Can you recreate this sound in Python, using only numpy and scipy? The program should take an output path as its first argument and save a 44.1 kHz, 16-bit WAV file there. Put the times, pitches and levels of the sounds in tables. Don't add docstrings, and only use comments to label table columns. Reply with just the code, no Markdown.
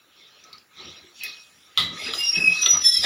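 import sys
import numpy as np
from scipy import signal
from scipy.fft import rfft, irfft, next_fast_len
from scipy.io import wavfile
from scipy.ndimage import uniform_filter1d

SR = 44100
rng = np.random.default_rng(int(sys.argv[2]) if len(sys.argv) > 2 else 0)


def linear_from_db(decibels):
    return 10 ** (np.asarray(decibels, float) / 20)


def store_pcm(level_fs):
    pcm = np.round(np.clip(level_fs, -1, 1) * 32767).astype(np.int16)
    wavfile.write(sys.argv[1], SR, np.atleast_2d(pcm).T)


N = 134505


def evened(x):
    return x / np.sqrt(np.mean(x ** 2) + 1e-20)


def read(points, hz):
    f, value = np.transpose(points)
    return np.interp(np.log(hz + 1), np.log(f + 1), value)


def add(mix, s, sound):
    part = mix[round(s * SR):][:len(sound)]
    part += sound[:len(part)]


def coloured(x, gain):
    size = 2 * next_fast_len(len(x) // 2 + SR // 8)
    place = np.linspace(0, 1, size // 2 + 1)
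    full_gain = np.interp(place, np.linspace(0, 1, len(gain)), gain)
    return irfft(rfft(x, size) * full_gain)[:len(x)]


def slow(per_s):
    size = max(int(SR / per_s), 2)
    return evened(uniform_filter1d(uniform_filter1d(rng.standard_normal(N), size), size))


def steady_floor():
    # frequency in Hz, relative density in dB per Hz.
    floor_colour = [(29, -34), (50, -3), (296, -2), (1010, -6.5), (1280, 2.5), (3430, -14), (5820, -19),
                    (7390, -7), (8140, -20), (9860, -13), (13500, -15.5), (15600, -6.5)]
    floor_db = -61
    gain = linear_from_db(read(floor_colour, np.fft.rfftfreq(N, 1 / SR)))
    return linear_from_db(floor_db) * evened(coloured(rng.standard_normal(N), gain))


def patchy_grit():
    grains_per_s, grain_spread_db, grain_share, patch_db = 2500, 1.3, 0.38, 4.3
    grain_db = grain_spread_db * np.minimum(rng.exponential(1, N), 3.5)
    grit = rng.standard_normal(N) * linear_from_db(grain_db)
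    grit *= rng.random(N) < grains_per_s / SR
    drive = rng.standard_normal(N) + grain_share * evened(grit)
    z = signal.stft(drive, nperseg=512, noverlap=384)[2]
    patches = uniform_filter1d(rng.standard_normal(z.shape), 5, 0)
    patches = evened(uniform_filter1d(patches, 20, 1))
    return signal.istft(z * linear_from_db(patch_db * patches), nperseg=512, noverlap=384)[1][:N]


def simmer_and_scrape():
    # time in seconds, then rumble, low and middle level in dB;
    # the middle is lifted by middle_lift_db below.
    band_levels = [
        [(0.11, -87, -68.5, -68.5), (0.165, -77, -63, -59), (0.47, -73, -58.5, -61), (0.54, -60, -55, -64),
         (0.672, -81, -70, -78.5), (0.79, -67, -51.5, -50.5), (0.858, -51.5, -49, -47),
         (1.03, -66, -57.5, -57.5), (1.138, -79, -60.5, -64.5), (1.168, -68, -73, -55.5),
         (1.262, -68, -49, -40.5), (1.512, -74, -68.5, -65.5), (1.748, -73, -59.5, -63),
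         (1.765, -66, -53.5, -57.5)],
        [(1.8, -35.5, -39, -42.5), (1.918, -45, -44.5, -51), (2.056, -46, -38.5, -37.5),
         (2.322, -65.5, -50, -45), (2.38, -41.5, -35.5, -44), (2.416, -44.5, -40, -54.5),
         (2.586, -52.5, -48.5, -37), (2.676, -83, -40, -42), (2.77, -49, -33.5, -45.5),
         (2.916, -63.5, -65, -50), (3.018, -43, -53, -39.5), (3.05, -60, -21.5, -27)],
    ]
    # time in seconds, level of the treble hiss in dB.
    treble_level = [(0, -85), (1.12, -70), (1.19, -57), (1.26, -70), (1.42, -60.5), (1.765, -66.5),
                    (1.79, -38), (1.92, -69.5), (2.0, -47), (2.06, -45.5), (2.12, -55), (2.145, -36),
                    (2.22, -54), (2.47, -52), (2.56, -47.5), (2.67, -44), (2.8, -57), (3.0, -48),
                    (3.05, -32)]
    split_hz = [300, 1800, 6200]
    # frequency in Hz, relative density in dB per Hz.
    noise_colour = [(29, -39), (50, -5), (243, -5), (501, -8.5), (1250, -13), (1400, -14.5), (3490, 14.5),
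                    (5710, 2.5), (8200, -6), (10700, -74), (18000, -120)]
    # frequency in Hz, width in Hz, height over the noise in dB.
    body = [(84.8, 15.3, 14.5), (165.8, 13, 9.5), (1260, 100, 14.5), (2170, 44, 8.5), (2576, 210, 6),
            (3920, 280, 5), (5630, 180, 16.5)]
    # frequency in Hz, relative density in dB per Hz.
    treble_colour = [(4120, 15), (7000, 8), (8030, 2.5), (10200, 3.5), (12200, -9), (13300, -17),
                     (14800, 5.5), (15600, -56.5)]
    middle_lift_db = 4

    hz, t = np.fft.rfftfreq(N, 1 / SR), np.arange(N) / SR
    drive = patchy_grit()
    resonance_db = sum(db / (1 + (2 * (hz - f) / w) ** 2) for f, w, db in body)
    steel_gain = linear_from_db(read(noise_colour, hz) + resonance_db)
    gains = [steel_gain, steel_gain, steel_gain, linear_from_db(read(treble_colour, hz))]
    below = [0 * hz] + [1 / (1 + (hz / f) ** 12) for f in split_hz] + [1 + 0 * hz]
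    s, rumble, low, middle = np.vstack(band_levels).T
    levels = [(s, rumble), (s, low), (s, middle + middle_lift_db), np.transpose(treble_level)]
    out = np.zeros(N)
    for k in range(4):
        band_gain = gains[k] * np.sqrt(abs(below[k + 1] - below[k]))
        out += linear_from_db(np.interp(t, *levels[k])) * evened(coloured(drive, band_gain))
    return out


def hollow(s, hz, db, t60):
    rise_s = 0.0085
    t = np.arange(SR // 2) / SR
    envelope = np.minimum(t / rise_s, 1) * linear_from_db(db - 60 * t / t60)
    return s, envelope * np.sin(2 * np.pi * (hz * t + rng.random()))


def hollows(mix):
    # start in seconds, frequency in Hz, level in dB, decay t60 in seconds.
    knocks = [(0.444, 1286, -50, 0.37), (0.797, 369.5, -47, 0.32), (1.04, 359, -41, 0.067),
              (1.239, 421, -56, 0.39), (2.058, 250, -38, 0.19), (2.082, 343.3, -43.5, 0.74),
              (2.081, 452.4, -35, 0.31), (2.362, 166.7, -36.5, 0.33), (2.361, 233.7, -42.5, 0.52),
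              (2.469, 178, -35.5, 0.22), (2.733, 83.5, -34.5, 0.19), (2.732, 160, -40, 0.3)]
    for row in knocks:
        add(mix, *hollow(*row))


def tick(s, db, hz):
    t60, trim_db, width_hz, wide_share = 0.035, -7, 380, 0.02
    t = np.arange(SR // 8) / SR
    band = 1 / (1 + ((np.fft.rfftfreq(len(t), 1 / SR) - hz) / width_hz) ** 2) + wide_share
    envelope = linear_from_db(db + trim_db - 60 * t / t60)
    return s, envelope * evened(coloured(rng.standard_normal(len(t)), band))


def drops(mix):
    # start in seconds, level in dB before the trim in tick(), centre in Hz.
    tick_list = [(0.439, -34.5, 5660), (0.5297, -27, 4260), (0.582, -37, 4860)]
    for row in tick_list:
        add(mix, *tick(*row))


def blow(s, db, t60, ring_db, modes, colour, split):
    crack_db, crack_t60, rise_s = -1, 0.012, 0.00086
    rattle_db, ring_longer, luck_db = -5.5, 1.8, 7.9
    t = np.arange(SR // 2) / SR
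    gain = linear_from_db(read(colour, np.fft.rfftfreq(len(t), 1 / SR)))
    burst = evened(coloured(rng.standard_normal(len(t)), gain))
    cluster = modes * 3
    ring = np.zeros(len(t))
    for (f, mode_db, long), (u, phase, w) in zip(cluster, rng.random((len(cluster), 3))):
        decay = linear_from_db(mode_db + luck_db * u - 60 * t / min(long, ring_longer * t60))
        hz = f * (1 + split * (2 * w - 1))
        ring += decay * np.sin(2 * np.pi * hz * t + 2 * np.pi * phase)
    rattle = linear_from_db(rattle_db - 60 * t / t60) + linear_from_db(crack_db - 60 * t / crack_t60)
    return s, linear_from_db(db) * np.minimum(t / rise_s, 1) * (rattle * burst + linear_from_db(ring_db) * ring)


def bowl_down(mix):
    # start in seconds, level in dB, rattle t60 in seconds, ring level against it in dB.
    taps_down = [(1.21, -57.5, 0.37, 16), (1.2349, -22.5, 0.08, -9)]
    # frequency in Hz, least level in dB, longest decay t60 in seconds.
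    bowl_modes = [(2533, -4.5, 0.57), (3973, -9.5, 0.48), (5500, -17, 0.29)]
    # frequency in Hz, relative density in dB per Hz.
    bowl_colour = [(2650, -45), (4500, -10), (5540, -8), (8180, -19.5), (11600, -4), (15600, -6)]
    for row in taps_down:
        add(mix, *blow(*row, bowl_modes, bowl_colour, split=0.005))


def vessel_bumps(mix):
    # start in seconds, level in dB, rattle t60 in seconds.
    bump_list = [(1.775, -12, 0.22), (2.136, -21, 0.039), (2.354, -30.5, 0.054), (2.6314, -23.5, 0.039),
                 (2.6603, -14.5, 0.054), (2.746, -28.5, 0.062), (2.818, -27.5, 0.027), (3.035, -32, 0.4)]
    # frequency in Hz, least level in dB, longest decay t60 in seconds.
    vessel_modes = [(1320, -12.5, 0.1), (2010, -15, 0.36), (2870, -7.5, 0.056), (3274, -9, 0.5),
                    (3517, -4, 0.076), (3610, -13, 0.3), (3860, -9, 0.47), (4800, -38, 0.19)]
    # frequency in Hz, relative density in dB per Hz.
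    bump_colour = [(60, -47), (487, -21), (912, -18.5), (1260, -3.5), (1420, -19), (2060, -9.5),
                   (2700, -13.5), (3500, 3), (4100, -2), (5860, -23.5), (15600, -30)]
    for row in bump_list:
        add(mix, *blow(*row, -10, vessel_modes, bump_colour, split=0.014))


def squeals():
    # time in seconds, pitch in Hz, level in dB.
    squeal_curves = [
        [(1.98, 4990, -48), (2.062, 4964, -35), (2.114, 4953, -42), (2.204, 5011, -26), (2.232, 4988, -36),
         (2.296, 4984, -30), (2.45, 4980, -41)],
        [(2.17, 2828, -33), (2.255, 2798, -26), (2.282, 2792, -38), (2.4, 2794, -44)],
        [(2.2, 5613, -53), (2.25, 5580, -30), (2.304, 5566, -20), (2.37, 5547, -32), (2.395, 5544, -46)],
        [(2.3, 2561, -47), (2.356, 2584, -25), (2.436, 2577, -22), (2.476, 2540, -18), (2.568, 2592, -29),
         (2.616, 2538, -30), (2.645, 2545, -37)],
        [(2.59, 5842, -41), (2.63, 5855, -20), (2.654, 5858, -18), (2.684, 5883, -23), (2.71, 5857, -18),
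         (2.77, 5823, -23), (2.802, 5871, -31), (2.856, 5844, -32), (2.89, 5790, -41), (2.95, 5810, -43)],
        [(2.79, 5339, -52), (2.822, 5280, -30), (2.854, 5320, -19), (2.886, 5329, -16), (2.91, 5324, -22),
         (2.94, 5329, -21), (3.018, 5225, -26), (3.05, 5323, -27)],
        [(2.795, 3300, -44), (2.83, 3419, -29), (2.93, 3400, -31), (2.97, 3290, -32), (3.03, 3170, -33)],
        [(2.82, 3826, -48), (2.88, 3860, -33), (2.95, 3930, -33), (3.05, 3870, -34)],
        [(2.88, 4914, -42), (3.002, 4982, -35), (3.05, 4932, -24)],
    ]
    # levels of harmonics 2 and up, in dB against its fundamental.
    overtone_levels = [
        [-17, -27.5],
        [-22],
        [-56],
        [-16.5, -33, -27, -40],
        [-27.5],
        [-15],
        [-19, -29],
        [-45],
        [-33],
    ]
    sum_db, difference_db, third_order_db = -12, -8, -5
    waver_hz, waver_per_s, fuzz_db, fuzz_per_s = 5.84, 58.4, -9, 108
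    beat_hz, beat_waver_hz, twin_db = 40, 14, -8
    neighbours = 1.2
    low_hz = 1750

    t, out, waves = np.arange(N) / SR, np.zeros(N), []
    for curve, overtones in zip(squeal_curves, overtone_levels):
        s, hz, db = np.transpose(curve)
        edge = np.clip(np.minimum(t - s[0], s[-1] + 0.015 - t) / 0.041, 0, 1)
        fuzz = 1 + linear_from_db(fuzz_db) * slow(fuzz_per_s)
        level = np.sqrt(2) * linear_from_db(np.interp(t, s, db)) * edge * fuzz
        pitch = np.interp(t, s, hz) + waver_hz * slow(waver_per_s)
        turn = np.exp(2j * np.pi * (rng.random() + np.cumsum(pitch) / SR))
        beat = beat_hz + beat_waver_hz * slow(waver_per_s / 2)
        twin = linear_from_db(twin_db) * np.exp(2j * np.pi * (rng.random() + np.cumsum(beat) / SR))
        level = level * abs(1 + twin) / np.hypot(1, linear_from_db(twin_db))
        harmonics = sum(linear_from_db(o) * turn ** (k + 2) for k, o in enumerate(overtones))
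        out += level * (turn + harmonics).real
        waves.append((level, turn, hz.mean()))

    total = sum(abs(level) for level, turn, hz in waves) + 1e-4
    for k, (a, p, f) in enumerate(waves):
        for b, q, g in waves[k + 1:]:
            if (a * b).any() and max(f / g, g / f) > neighbours:
                second = linear_from_db(sum_db) * p * q + linear_from_db(difference_db) * p / q
                out += (a * b / total * second).real
                third = a * p * p * (q + 1 / q) + b * q * q * (p + 1 / p)
                out += linear_from_db(third_order_db) * (a * b / total ** 2 * third).real
    return signal.sosfilt(signal.butter(6, low_hz, "high", fs=SR, output="sos"), out)


def room(x):
    t60, top_hz = 0.28, 6000
    taps, at = np.zeros(SR // 2), np.arange(200, SR // 2 - 20, 20)
    at = at + rng.integers(0, 20, len(at))
    taps[at] = rng.choice([-1., 1.], len(at)) * linear_from_db(-60 * at / SR / t60)
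    taps = signal.lfilter(*signal.butter(1, top_hz, fs=SR), taps)
    return signal.fftconvolve(x, taps / np.linalg.norm(taps))[:N]


def dip_treble(x):
    # centre in Hz, width in Hz, depth in dB.
    treble_dips = [(8250, 450, -14), (13700, 700, -13)]
    hz = np.fft.rfftfreq(N, 1 / SR)
    return coloured(x, linear_from_db(sum(db * np.exp(-((hz - f) / w) ** 2) for f, w, db in treble_dips)))


def scene():
    room_db = -9
    near = squeals()
    vessel_bumps(near)
    bowl_down(near)
    drops(near)
    hollows(near)
    background = steady_floor() + simmer_and_scrape()
    return dip_treble(near + linear_from_db(room_db) * room(near) + background)[None]


def roll_off(x):
    return signal.sosfilt(signal.butter(12, 15720, fs=SR, output="sos"), x)


def record(dry):
    low_cut_hz = 86
    low_cut = signal.butter(2, low_cut_hz, "high", fs=SR, output="sos")
    return roll_off(signal.sosfilt(low_cut, dry))


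dry = scene()
out = record(dry)
store_pcm(out)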